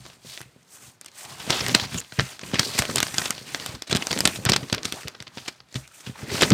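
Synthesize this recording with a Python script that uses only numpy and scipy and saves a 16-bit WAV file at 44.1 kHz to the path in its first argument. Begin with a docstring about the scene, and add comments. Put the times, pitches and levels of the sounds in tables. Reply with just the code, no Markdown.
"""Crisp snaps, crackling and soft rubbing over dull knocks: hands turn the pages of a book on a desk.
Each crease is a run of uneven noise ticks, tuned by the patch of paper that rings round it.
Fingers and sheets rub as noise in drifting resonances; a few narrow scuffs squeak.
Knocks and shuffling hands ring the low modes of desk and book block.
A small microphone stands close by in a quiet room with a short echo and faint hiss."""
import sys
import numpy as np
from scipy import signal
from scipy.fft import rfft, irfft, next_fast_len
from scipy.io import wavfile
from scipy.ndimage import uniform_filter1d

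SR = 44100
rng = np.random.default_rng(int(sys.argv[2]) if len(sys.argv) > 2 else 0)


def put_to_file(sound):
    """Save the sound as 16-bit audio at rate SR, in the file named by the first command-line argument."""
    columns = np.atleast_2d(sound).T  # one column per channel
    safe = np.clip(columns, -1, 1)
    whole_steps = np.round(safe * 32767)
    wavfile.write(sys.argv[1], SR, whole_steps.astype(np.int16))


def gain_from_decibels(decibels):
    """Convert decibel values to linear amplitude factors."""
    exponent = np.asarray(decibels, float) / 20
    return 10 ** exponent


N = 287973  # length in samples

# creases that snap: (time [s], level [dB], ring [Hz], treble tilt before a common lift [dB],
# fade before limiting [ms])
SNAP_EVENTS = [(.0535, -39.5, 890, -16, 6), (0.064, -29, 3640, 0, 0.54), (0.1002, -39, 2890, -15, 2.4),
               (0.376, -22.5, 1840, -23, 0.69), (0.4062, -29, 1950, -9, 0.83),
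               (0.4148, -26.5, 1940, 10, 0.88), (.6286, -54, 5990, 1, 3), (1.0128, -25, 8700, 13, 0.39),
               (1.046, -39, 2540, 4, 1.9), (1.061, -31.5, 9400, 4, 2.3), (1.083, -41, 2280, 0, 4.2),
               (1.1164, -46, 6200, 1, 2.1), (1.2505, -34, 3060, 0, 3.5), (1.4028, -34, 2900, -13, 6.8),
               (1.4993, -24, 1900, -5, 18), (1.505, -10, 4360, -6, 3.1), (1.527, -20, 3450, -31, 12),
               (1.6073, -18.5, 5300, -22, 4.6), (1.6645, -14.5, 2220, -8, 1.5),
               (1.6836, -19.5, 4260, 10, 1.9), (1.6948, -19.5, 3750, -20, 2.1),
               (1.7454, -18.5, 3870, -21, 4.8), (1.749, 0.5, 3830, -3.5, 2),
               (1.7982, -15.5, 3380, -21, 1.8), (1.8364, -29, 945, -51, 17), (1.9443, -21.5, 3370, -1, 1.2),
               (2.003, -26.5, 8860, 13, 1.5), (2.0144, -32.5, 4150, -9, 2.3), (2.0473, -39, 3400, -18, 1.4),
               (2.123, -31.5, 1660, -17, 3.7), (2.1908, -12.5, 1640, -32, 1), (2.1961, -8, 1850, -55, 1.75),
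               (2.206, -21, 1780, -12, 4), (2.212, -27, 2980, -15, 1.8), (2.2657, -37, 2700, -16, 5.5),
               (2.3936, -27.5, 3330, -1, 1.3), (2.4144, -35.5, 5640, -13, 5.7),
               (2.4349, -33, 2490, -33, 6.7), (2.515, -33, 900, -17, 4), (2.5354, -29.5, 900, -27, 12),
               (2.5433, -20, 3050, -9, 6.5), (2.5565, -22, 2500, -24, 8.9), (2.5873, -23, 2270, -27, 6.6),
               (2.5948, -5.5, 5200, -0.5, 2.46), (2.6312, -21, 4100, -16, 3), (2.7805, -21.5, 1890, 4, 8),
               (2.7897, -12, 2220, 4.5, 7.1), (2.822, -9.5, 3300, -6, 0.55), (2.8532, -18, 2890, -8, 1.2),
               (2.8983, -24.5, 1050, -34, 4.6), (2.911, -28.5, 1680, 5, 5), (2.9589, -6, 9000, 6.5, 0.92),
               (2.9713, -17, 3020, -2, 2.1), (2.9825, -14.5, 4220, -3, 4), (3.0034, -6.5, 4130, 4, 0.56),
               (3.029, -9, 2180, 1, 1.96), (3.0681, -21.5, 5400, -11, 1.8), (3.0827, -26.5, 3920, -14, 2.1),
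               (3.1433, -25, 1750, 2, 4.6), (3.1832, -7, 7000, -4, 1.53), (3.1959, -22, 1510, -14, 1.7),
               (3.218, -23, 1720, -17, 3.5), (3.2569, -19, 3200, -4, 4.7), (3.281, -27, 3100, -5, 1.7),
               (3.3064, -9.5, 1400, 7, 0.93), (3.38, -28, 3200, -15, 2.1), (3.547, -11.5, 1920, -9, 0.97),
               (3.599, -25.5, 3400, -14, 2.3), (3.6618, -19.5, 3360, 8, 1.8), (3.75, -31.5, 4570, -8, 3.6),
               (3.8219, -20.5, 5050, 1, 1.5), (3.8751, -36, 4050, -3, 12), (3.898, -28.5, 2200, 0, 5.4),
               (3.9124, -20.5, 3380, -4, 9), (3.9282, -4.5, 4010, -6, 0.59), (3.9505, -16, 4180, -9, 3.3),
               (3.9593, -11.5, 3570, -2, 0.71), (3.965, -12, 3530, 1, 0.62), (3.9701, -15.5, 3470, 1, 1.6),
               (4.0239, -15.5, 3080, -23, 1.4), (4.07, -12.5, 2470, 3, 0.96), (4.1086, -25, 3270, -8, 8),
               (4.1106, -16, 1530, -26, 1.4), (4.1152, -13.5, 4350, 7, 1.1), (4.129, -11, 5400, -8, 1),
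               (4.164, -28, 1720, -20, 4), (4.1762, -13, 1630, -33, 0.45), (4.1894, -16.5, 4480, 11, 1.7),
               (4.206, -6.5, 4850, 9, 0.93), (4.2542, -3.5, 8600, -6.5, 2.3), (4.2752, -4.5, 3380, 7, 0.68),
               (4.3597, -27, 3850, 1, 5.5), (4.4525, -12.5, 1180, 6, 1.4), (4.4622, -20, 1260, -38, 13),
               (4.4909, -14.5, 2230, -11, 7.5), (4.4964, -9.5, 5800, 3, 2.7), (4.52, -5, 4860, -6, 1.2),
               (4.535, -11, 3120, -10, 4), (4.5475, -27, 2500, -24, 1.4), (4.5629, -10, 4500, -6, 2.6),
               (4.6318, -31, 2080, -31, 2.4), (4.6992, -20.5, 4250, -23, 0.76),
               (4.7278, -12, 4240, -4, 2.64), (4.7411, -22.5, 1470, -41, 5.3), (4.747, -17, 4350, 3, 1.5),
               (4.7814, -17, 1080, -35, 0.48), (4.8322, -18.5, 4620, -3, 0.47), (4.8491, -28, 4910, 0, 6.3),
               (4.8542, -17.5, 4080, -1, 4), (4.9241, -14, 3500, 3, 0.9), (5.033, -29.5, 1800, -16, 1.1),
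               (5.075, -29.5, 2790, -30, 3.9), (5.0823, -21, 5300, 2, 1.26), (5.15, -35.5, 1590, -35, 3.8),
               (5.2031, -25, 4640, -12, 1.1), (5.225, -29.5, 1890, -1, 1.6),
               (5.2704, -34.5, 2800, -29, 4.2), (5.2788, -35, 4260, -13, 2.5),
               (5.3737, -28.5, 915, -27, 2.2), (5.382, -29.5, 3250, -30, 3.7),
               (5.461, -32.5, 2970, -1, 1.1), (5.481, -22, 2520, -6.5, 5.5), (5.604, -37.5, 4580, -43, 2.5),
               (5.6877, -52, 7100, -5, 1.2), (5.7263, -39.5, 6980, 1, 1.3), (5.7433, -27, 4040, -1, 0.8),
               (5.757, -27, 3700, -4, 8.5), (5.877, -39.5, 5500, 8, 2.1), (5.889, -50, 9000, 4, 1.1),
               (6.005, -43, 5900, 2, 11), (6.066, -34.5, 2760, -16, 10), (6.301, -32.5, 920, -44, 11),
               (6.3828, -31, 900, -14, 8.9), (6.411, -16, 3400, -7, 10.5), (6.4213, -1, 2240, 3.5, 0.58),
               (6.4271, -14.5, 4080, -8, 11.3), (6.433, -8, 3640, -29, 2.9),
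               (6.5045, -5.5, 2000, -5.5, 0.5), (6.5183, -15, 3620, -34, 3.3)]
# hands and sheets knocking on the book: (time [s], peak [dB], softness before limiting [ms])
KNOCK_EVENTS = [(0.002, -39, 1.3), (0.089, -48, 0.76), (0.169, -47, 0.22), (0.248, -35.5, 0.19),
                (0.408, -40, 0.97), (0.456, -44, 1.2), (0.562, -39.5, 0.21), (0.83, -52, 1.15),
                (0.879, -49, 1.1), (1.253, -40, 0.87), (1.401, -37, 0.47), (1.476, -23, 0.23),
                (1.498, -18, 0.69), (1.613, -24.5, 2), (1.684, -22, 0.34), (1.753, -18.5, 0.54),
                (1.822, -26, 1), (1.947, -18, 0.79), (2.124, -37, 0.68), (2.186, -12, 1.16),
                (2.218, -19, 1.1), (2.432, -26, 0.26), (2.536, -13.5, 0.32), (2.595, -15.5, 0.47),
                (2.665, -27, 0.29), (2.751, -24.5, 0.36), (2.794, -16.5, 2), (2.893, -17.5, 0.23),
                (2.964, -28, 0.36), (3.14, -29, 0.42), (3.182, -22.5, 0.47), (3.215, -29, 0.46),
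                (3.259, -41, 0.39), (3.302, -25, 0.36), (3.414, -33, 0.32), (3.689, -29.5, 1.4),
                (3.74, -26, 2.9), (3.897, -27, 1.6), (3.924, -14, 0.28), (3.951, -12, 0.53),
                (3.971, -36, 0.62), (4.109, -22.5, 0.2), (4.129, -21, 0.13), (4.163, -19.5, 0.14),
                (4.205, -16, 0.14), (4.237, -23, 0.14), (4.253, -15, 0.39), (4.276, -19, 0.27),
                (4.388, -26.5, 0.4), (4.462, -14.5, 1.3), (4.497, -9, 0.25), (4.559, -16.5, 0.39),
                (4.627, -22.5, 0.37), (4.725, -14.5, 0.59), (4.779, -26, 0.13), (4.852, -22.5, 0.54),
                (4.939, -28.5, 0.26), (5.052, -27, 1.4), (5.206, -34.5, 1), (5.278, -45, 1.2),
                (5.372, -26, 0.25), (5.48, -34.5, 0.29), (5.606, -47, 1.2), (5.749, -31, 0.3),
                (5.756, -21, 0.86), (6.072, -24.5, 0.38), (6.095, -23.5, 0.57), (6.228, -25, 1.3),
                (6.318, -24, 1.6), (6.344, -18, 0.43), (6.426, -10.5, 0.36), (6.444, -17, 0.63),
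                (6.512, -11, 0.52)]
# modes of desk and book block: (frequency [Hz], level [dB], time to fall 60 dB before it is scaled [s])
DESK_MODES = [(65, -22.5, 0.14), (129.7, -1.5, 0.067), (178.3, -2.5, 0.041), (235.4, 0, 0.031),
              (383, -5, 0.028), (501, -7, 0.028)]
# how far the handled pages hang free of the desk, which favours the upper modes:
# (time [s], tilt [dB per octave])
PAGE_LIFT = [(0, -9.5), (1.2, -0.5), (1.7, 1), (2.2, -5.5), (2.5, 0), (3.4, 1), (4.0, 4.5), (4.6, 2),
             (5.0, 5.5), (5.7, -7.5), (6.14, -2), (6.22, 5.5)]


def gain_at(table, hz):
    """Gain at the frequencies hz, read between (frequency [Hz], level [dB]) points."""
    points = np.array(table)
    return gain_from_decibels(np.interp(np.log(hz + 1), np.log(points[:, 0]), points[:, 1]))


def colour(x, table):
    """Shapes x by a spectrum and sets it to rms 1."""
    size = next_fast_len(len(x))
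    gain = gain_at(table, np.fft.rfftfreq(size, 1 / SR))
    y = irfft(rfft(x, size) * gain, size)[:len(x)]
    return y / y.std()


def walk(rate):
    """Wandering random level: steps 1 / rate s long, smoothed twice; spread near 1."""
    k = int(SR / rate)
    steps = np.repeat(rng.standard_normal(N // k + 1), k)
    return 1.55 * uniform_filter1d(uniform_filter1d(steps, k), k)[:N]


def place(times, sounds, lead):
    """Mixes short sounds, rows of an array, in at their times, starting lead samples early."""
    out = np.zeros(N + 2 * sounds.shape[1])
    for s, sound in zip(times, sounds):
        i = max(int(s * SR) - lead, 0)
        out[i:i + len(sound)] += sound
    return out[:N]


def band(hz, width):
    """Grainy noise of paper fibres catching, in one resonance; rms 1."""
    grains = rng.standard_normal(N) * gain_from_decibels(2.7 * walk(350))
    y = signal.lfilter(*signal.iirpeak(hz, hz / width, fs=SR), grains)
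    return y / y.std()


def hiss():
    """Faint steady room hiss: noise shaped by a spectrum."""
    # (frequency [Hz], level [dB])
    hiss_spectrum = [(18, -44), (30, -22), (112, 4), (577, -6), (694, -5.5), (1530, -8), (5030, -16),
                     (14100, -29), (16500, -40)]
    return gain_from_decibels(-62.5) * colour(rng.standard_normal(N), hiss_spectrum)


def room(x, size=9000):
    """The desk top and near walls send back a short, duller tail."""
    t60_s, tail_db, top_hz = 0.09, -22, 3700
    t = np.arange(size) / SR
    tail = rng.standard_normal(size) * 1000 ** (-t / t60_s) * (t > .002)
    tail = signal.lfilter(*signal.butter(1, top_hz, fs=SR), tail)
    tail = tail / np.sqrt((tail ** 2).sum())
    return x + gain_from_decibels(tail_db) * signal.fftconvolve(x, tail)[:N]


def envelope(start, held, db, swell, fade):
    """Level in dB of overlapping gestures that swell, hold and fade; their powers add."""
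    t = np.arange(0, N + 64, 64) / SR
    before = np.clip(start[:, None] - t, 0, None)
    after = np.clip(t - (start + held)[:, None], 0, None)
    power = gain_from_decibels(db[:, None] - swell * before - fade * after) ** 2
    total = 10 * np.log10(power.sum(axis=0) + 1e-12)
    return np.interp(np.arange(N) / SR, t, total)


def add_levels(a_db, b_db):
    """Adds two levels in dB by their powers."""
    return 10 * np.log10(gain_from_decibels(a_db) ** 2 + gain_from_decibels(b_db) ** 2)


def handling():
    """Rub, treble and desk load: the strokes, plus what lingers after snaps and knocks."""
    # skin and sheets sliding: (start [s], held [s], rub [dB], treble [dB], load on the desk [dB])
    strokes = [(0, 0.14, -53.5, -59, -54), (.26, .14, -53, -51.5, -58), (.47, 0.15, -66, -71, -66),
               (.73, .03, -54.5, -48.5, -67), (.82, 0.055, -53, -49.5, -52.5), (1.19, .04, -46, -43.5, -66),
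               (1.3, 0.032, -43, -46.5, -47), (1.4, 0.1, -42.5, -46.5, -41), (1.53, 0.062, -31.5, -60, -34),
               (1.63, 0.087, -36, -41, -29.5), (1.78, 0.063, -37.5, -65, -39),
               (1.93, 0.034, -38.5, -43, -37), (2.05, 0.035, -60, -60, -64), (2.14, 0.085, -53, -50.5, -64),
               (2.21, 0.11, -43.5, -47, -50), (2.46, 0.044, -44.5, -46.5, -38),
               (2.6, .1, -38.5, -42, -38.5), (2.74, 0.086, -35, -40.5, -45), (2.89, 0.098, -39, -43, -34),
               (3.04, 0.15, -42.5, -41.5, -44), (3.19, 0.083, -36.5, -38, -40),
               (3.34, 0.086, -48, -54, -46.5), (3.48, 0.086, -44.5, -46.5, -46),
               (3.61, 0.12, -42.5, -48.5, -45), (4, 0.081, -45, -45, -57), (4.11, 0.15, -42.5, -43.5, -46),
               (4.27, 0.09, -42.5, -40.5, -47), (4.37, 0.078, -47, -53, -41), (4.58, 0.14, -47, -53.5, -45),
               (4.86, 0.031, -43.5, -48, -59), (4.95, 0.065, -45.5, -47, -53),
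               (5.06, 0.15, -54.5, -78, -54), (5.37, 0.11, -49.5, -56.5, -52),
               (5.52, 0.057, -57.5, -84, -71), (5.77, 0.029, -50, -50.5, -65), (5.84, 0.021, -65, -68, -72),
               (5.94, 0.071, -56.5, -53, -68), (6.07, 0.015, -45.5, -50, -57), (6.19, 0.042, -46, -52, -44),
               (6.332, 0.056, -33, -40, -30), (6.44, 0.041, -33.5, -39, -49)]
    swell, fade = 235, 191  # dB per s
    treble_quicker = 1.32  # the treble swells and fades this much faster
    onset = 2501  # dB per s; what lingers starts almost at once
    s, held, rub_db, treble_db, load_db = np.transpose(strokes)
    rub_db = envelope(s, held, rub_db, swell, fade)
    load_db = envelope(s, held, load_db, swell, fade)
    treble_db = envelope(s, held, treble_db, treble_quicker * swell, treble_quicker * fade)
    # a snapped sheet rustles on, more after a slow crease
    snap_s, snap_db, _, _, fade_ms = np.transpose(SNAP_EVENTS)
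    rustle = envelope(snap_s, 0, snap_db - 29 + 2.1 * np.log(fade_ms), onset, 242)
    # a knocked book shuffles on
    knock_s, knock_db, _ = np.transpose(KNOCK_EVENTS)
    settle = envelope(knock_s, 0, knock_db - 11, onset, 267)
    return add_levels(rub_db, rustle), treble_db, add_levels(load_db, settle)


def desk_swing(t):
    """Steady swing of each desk mode, its time to fall 60 dB, and its octaves above 170 Hz."""
    hz, mode_db, t60 = np.transpose(DESK_MODES)[:, :, None]
    swing = gain_from_decibels(mode_db) * np.sin(2 * np.pi * hz * t)
    return swing, t60, np.log2(hz[:, 0] / 170)


def page_lift():
    """Lift of the pages at every sample, in dB per octave."""
    return np.interp(np.arange(N) / SR, *np.transpose(PAGE_LIFT))


def shuffle(load_db, size=8192):
    """Shuffling hands drive the desk modes with noise."""
    t = np.arange(size) / SR
    swing, t60, octaves = desk_swing(t)
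    # here the modes die away 1.5 times faster than their listed times
    modes = swing * 1000 ** (-1.5 * t / t60)
    lift = page_lift()
    total = 0
    for octave, mode in zip(octaves, modes):
        drive = rng.standard_normal(N) * gain_from_decibels(load_db + octave * lift + 4.27 * walk(30))
        total = total + signal.fftconvolve(drive, mode)[:N]
    return 0.49 * total / np.sqrt((modes ** 2).sum())


def knocks(size=8192):
    """Soft blows push on desk and book and set their low modes ringing."""
    t = np.arange(size) / SR
    swing, t60, octaves = desk_swing(t)
    s, db, ms = np.transpose(KNOCK_EVENTS)
    ms = np.clip(ms, .15, 4)[:, None]
    # a softer contact pushes for longer; the flesh springs back
    x = t[:1024] * 1000 / ms
    push = rng.choice([-1, 1], len(s))[:, None] * x * (2 - x) * np.exp(-x)
    # broad soft blows sink into the desk, quick ones flap the pages; no two land on the same spot
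    lift = page_lift()[(s * SR).astype(int)][:, None]
    tilt = 0.5 * lift - 3.3 * np.log2(ms / 0.26)
    spot = gain_from_decibels(tilt * octaves + 1.1 * rng.standard_normal((len(s), len(octaves))))
    # pages held in the hand are damped, a book left lying rings on
    decay = 1000 ** (-t / t60 * gain_from_decibels(0.82 * lift)[:, :, None])
    rings = (spot[:, :, None] * swing * decay).sum(axis=1)
    blows = signal.fftconvolve(push, rings, axes=1)
    peaks = np.abs(blows).max(axis=1)
    return place(s, blows * (gain_from_decibels(db) / peaks)[:, None], lead=0)


def squeaks():
    """A fingertip or page edge sticks and squeaks: short narrow scuffs that swell and fade."""
    # (time [s], length [ms], frequency [Hz], width [Hz], level [dB])
    scuffs = [(0.322, 60, 4030, 1759, -42), (1.983, 6.9, 6900, 450, -27), (1.999, 4.2, 7000, 450, -30),
              (1.985, 7.9, 2770, 290, -34), (5.85, 22, 2400, 350, -52), (6.16, 8.7, 920, 98, -42.5),
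              (6.3, 17, 1890, 500, -40)]
    t, out = np.arange(N) / SR, 0
    for s, ms, hz, width, db in scuffs:
        shape = np.exp(-((t - s) * 1000 / ms) ** 2)
        scuff = shape * band(hz, width)
        # each scuff gets its stated strength, whatever the noise did
        out = out + gain_from_decibels(db) * scuff * np.sqrt((shape ** 2).sum() / (scuff ** 2).sum())
    return out


def rub(rub_db, treble_db):
    """The sheet's resonances come and go as it bends; the treble follows how lightly the skin glides."""
    # spectrum of the rubbing: (frequency [Hz], level [dB])
    rub_spectrum = [(240, -24), (400, -6), (526, 4), (1010, 7), (1180, 0), (1490, 5), (3390, 0.5),
                    (3810, 9), (6090, -1.5), (9000, -24), (11700, -109), (19800, -120)]
    # spectrum of the gliding skin: (frequency [Hz], level [dB])
    glide_spectrum = [(3530, -21), (6000, 2), (8670, 4), (11000, -6), (15200, -6.5), (16200, -54),
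                      (16500, -46)]
    # where the bent sheet is favoured while it slides: (time [s], frequency [Hz])
    favoured = [(0.0, 4030), (0.63, 2250), (0.67, 3700), (2.05, 3100), (2.11, 1750), (2.67, 4100),
                (3.6, 2440), (3.76, 3400), (6.53, 2500)]
    s, hz = np.transpose(favoured)
    tint = np.interp(np.arange(N) / SR, s, np.log2(hz))
    shared = 0.41 * walk(40)
    body, power = 0, 0
    for centre in 450 * 2 ** (np.arange(11) * 0.413):
        boost = gain_from_decibels(3.65 * np.exp(-((np.log2(centre) - tint) / 0.43) ** 2))
        gain = gain_at(rub_spectrum, centre) * np.sqrt(centre) * boost
        body = body + gain * gain_from_decibels(3.4 * walk(22)) * band(centre, 0.24 * centre)
        power = power + gain ** 2
    grains = rng.standard_normal(N) * gain_from_decibels(1.6 * walk(350))
    glide = colour(grains, glide_spectrum) * gain_from_decibels(treble_db + 0.5 * walk(40))
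    return body / np.sqrt(power) * gain_from_decibels(rub_db + shared) + glide


def crease(ring_hz, treble_db, rise_ms, fade_ms, size=1536, lead=384):
    """Each crease gives way in a run of uneven ticks that briefly ring the taut patch of paper round it."""
    # (frequency [Hz], level [dB])
    paper_spectrum = [(180, -6), (300, 0), (504, -3.5), (987, -5.5), (1430, -3.5), (5190, -4.5),
                      (8580, -8.5), (10100, -20), (13000, -20.5), (15400, -34), (16500, -72.5)]
    t = (np.arange(size) - lead) / SR * 1000  # ms
    rise, fade = (np.clip(ms, .1, 12)[:, None] for ms in (rise_ms, fade_ms))
    shape = np.where(t < 0, np.exp(t / rise), np.exp(-t / fade))
    # the sheet goes on trembling, faint and dull, after the fold has set
    dull = uniform_filter1d(rng.standard_normal(shape.shape), size=5)
    tremble = 0.18 * (t > 0) * np.exp(-t / 9) * dull
    uneven = gain_from_decibels(4.1 * rng.standard_normal((len(fade), size)))
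    ticks = rng.standard_normal((len(fade), size)) * uneven
    hz = np.fft.rfftfreq(size, 1 / SR)
    ring = 1 + 1.32 / (1 + ((hz - ring_hz[:, None]) / (0.12 * ring_hz[:, None])) ** 2)
    # a sharper fold tips the spectrum above 5 kHz towards the treble; 2.5 dB is the common lift
    tilt = gain_from_decibels((treble_db[:, None] + 2.5) * np.clip(np.log2((hz + 1) / 5000) / 1.16, 0, 1))
    y = irfft(rfft(ticks * shape + tremble) * gain_at(paper_spectrum, hz) * ring * tilt, size)
    return y * np.sqrt((shape ** 2).sum(axis=1) / (y ** 2).sum(axis=1))[:, None]


def crackle(rub_db, count=1800):
    """Small creases all through the bending, the stronger the harder the sheet is handled."""
    u = rng.random((count, 5)).T
    s = u[0] * N / SR
    # many weak creases, few strong ones
    db = rub_db[(s * SR).astype(int)] - 4 - 3.5 * np.log(1 - .97 * u[1])
    ring_hz, treble_db = 900 * 3.5 ** u[2], -22 + 10 * u[3]
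    fade_ms = .4 + 2.9 * u[4]
    creases = crease(ring_hz, treble_db, 0.24 * fade_ms, fade_ms)
    return place(s, gain_from_decibels(db)[:, None] * creases, lead=384)


def snaps():
    """The creases one could point at; a slow crease also builds up slowly."""
    s, db, ring_hz, treble_db, fade_ms = np.transpose(SNAP_EVENTS)
    rise_ms = .3 * fade_ms ** 0.97
    creases = crease(ring_hz, treble_db, rise_ms, fade_ms)
    return place(s, gain_from_decibels(db)[:, None] * creases, lead=384)


def scene():
    """Paper in the room, desk felt through the microphone's stand, faint hiss under all."""
    rub_db, treble_db, load_db = handling()
    desk = shuffle(load_db) + knocks()
    paper = room(squeaks() + rub(rub_db, treble_db) + crackle(rub_db) + snaps())
    return (hiss() + desk + paper)[None]


def band_limit(x):
    """A steep low-pass at the top of the band."""
    return signal.sosfilt(signal.butter(12, 16820, fs=SR, output="sos"), x)


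def record(dry):
    """The small microphone misses the deep bass; the recorder rounds the peaks and cuts the top."""
    low_cut_hz, top_hz = 73, 16300
    x = signal.sosfilt(signal.butter(3, low_cut_hz, "high", fs=SR, output="sos"), dry)
    x = x / (1 + x ** 4) ** .25
    x = signal.sosfilt(signal.ellip(8, .2, 70, top_hz, fs=SR, output="sos"), x)
    return band_limit(x)


dry = scene()
out = record(dry)
put_to_file(out)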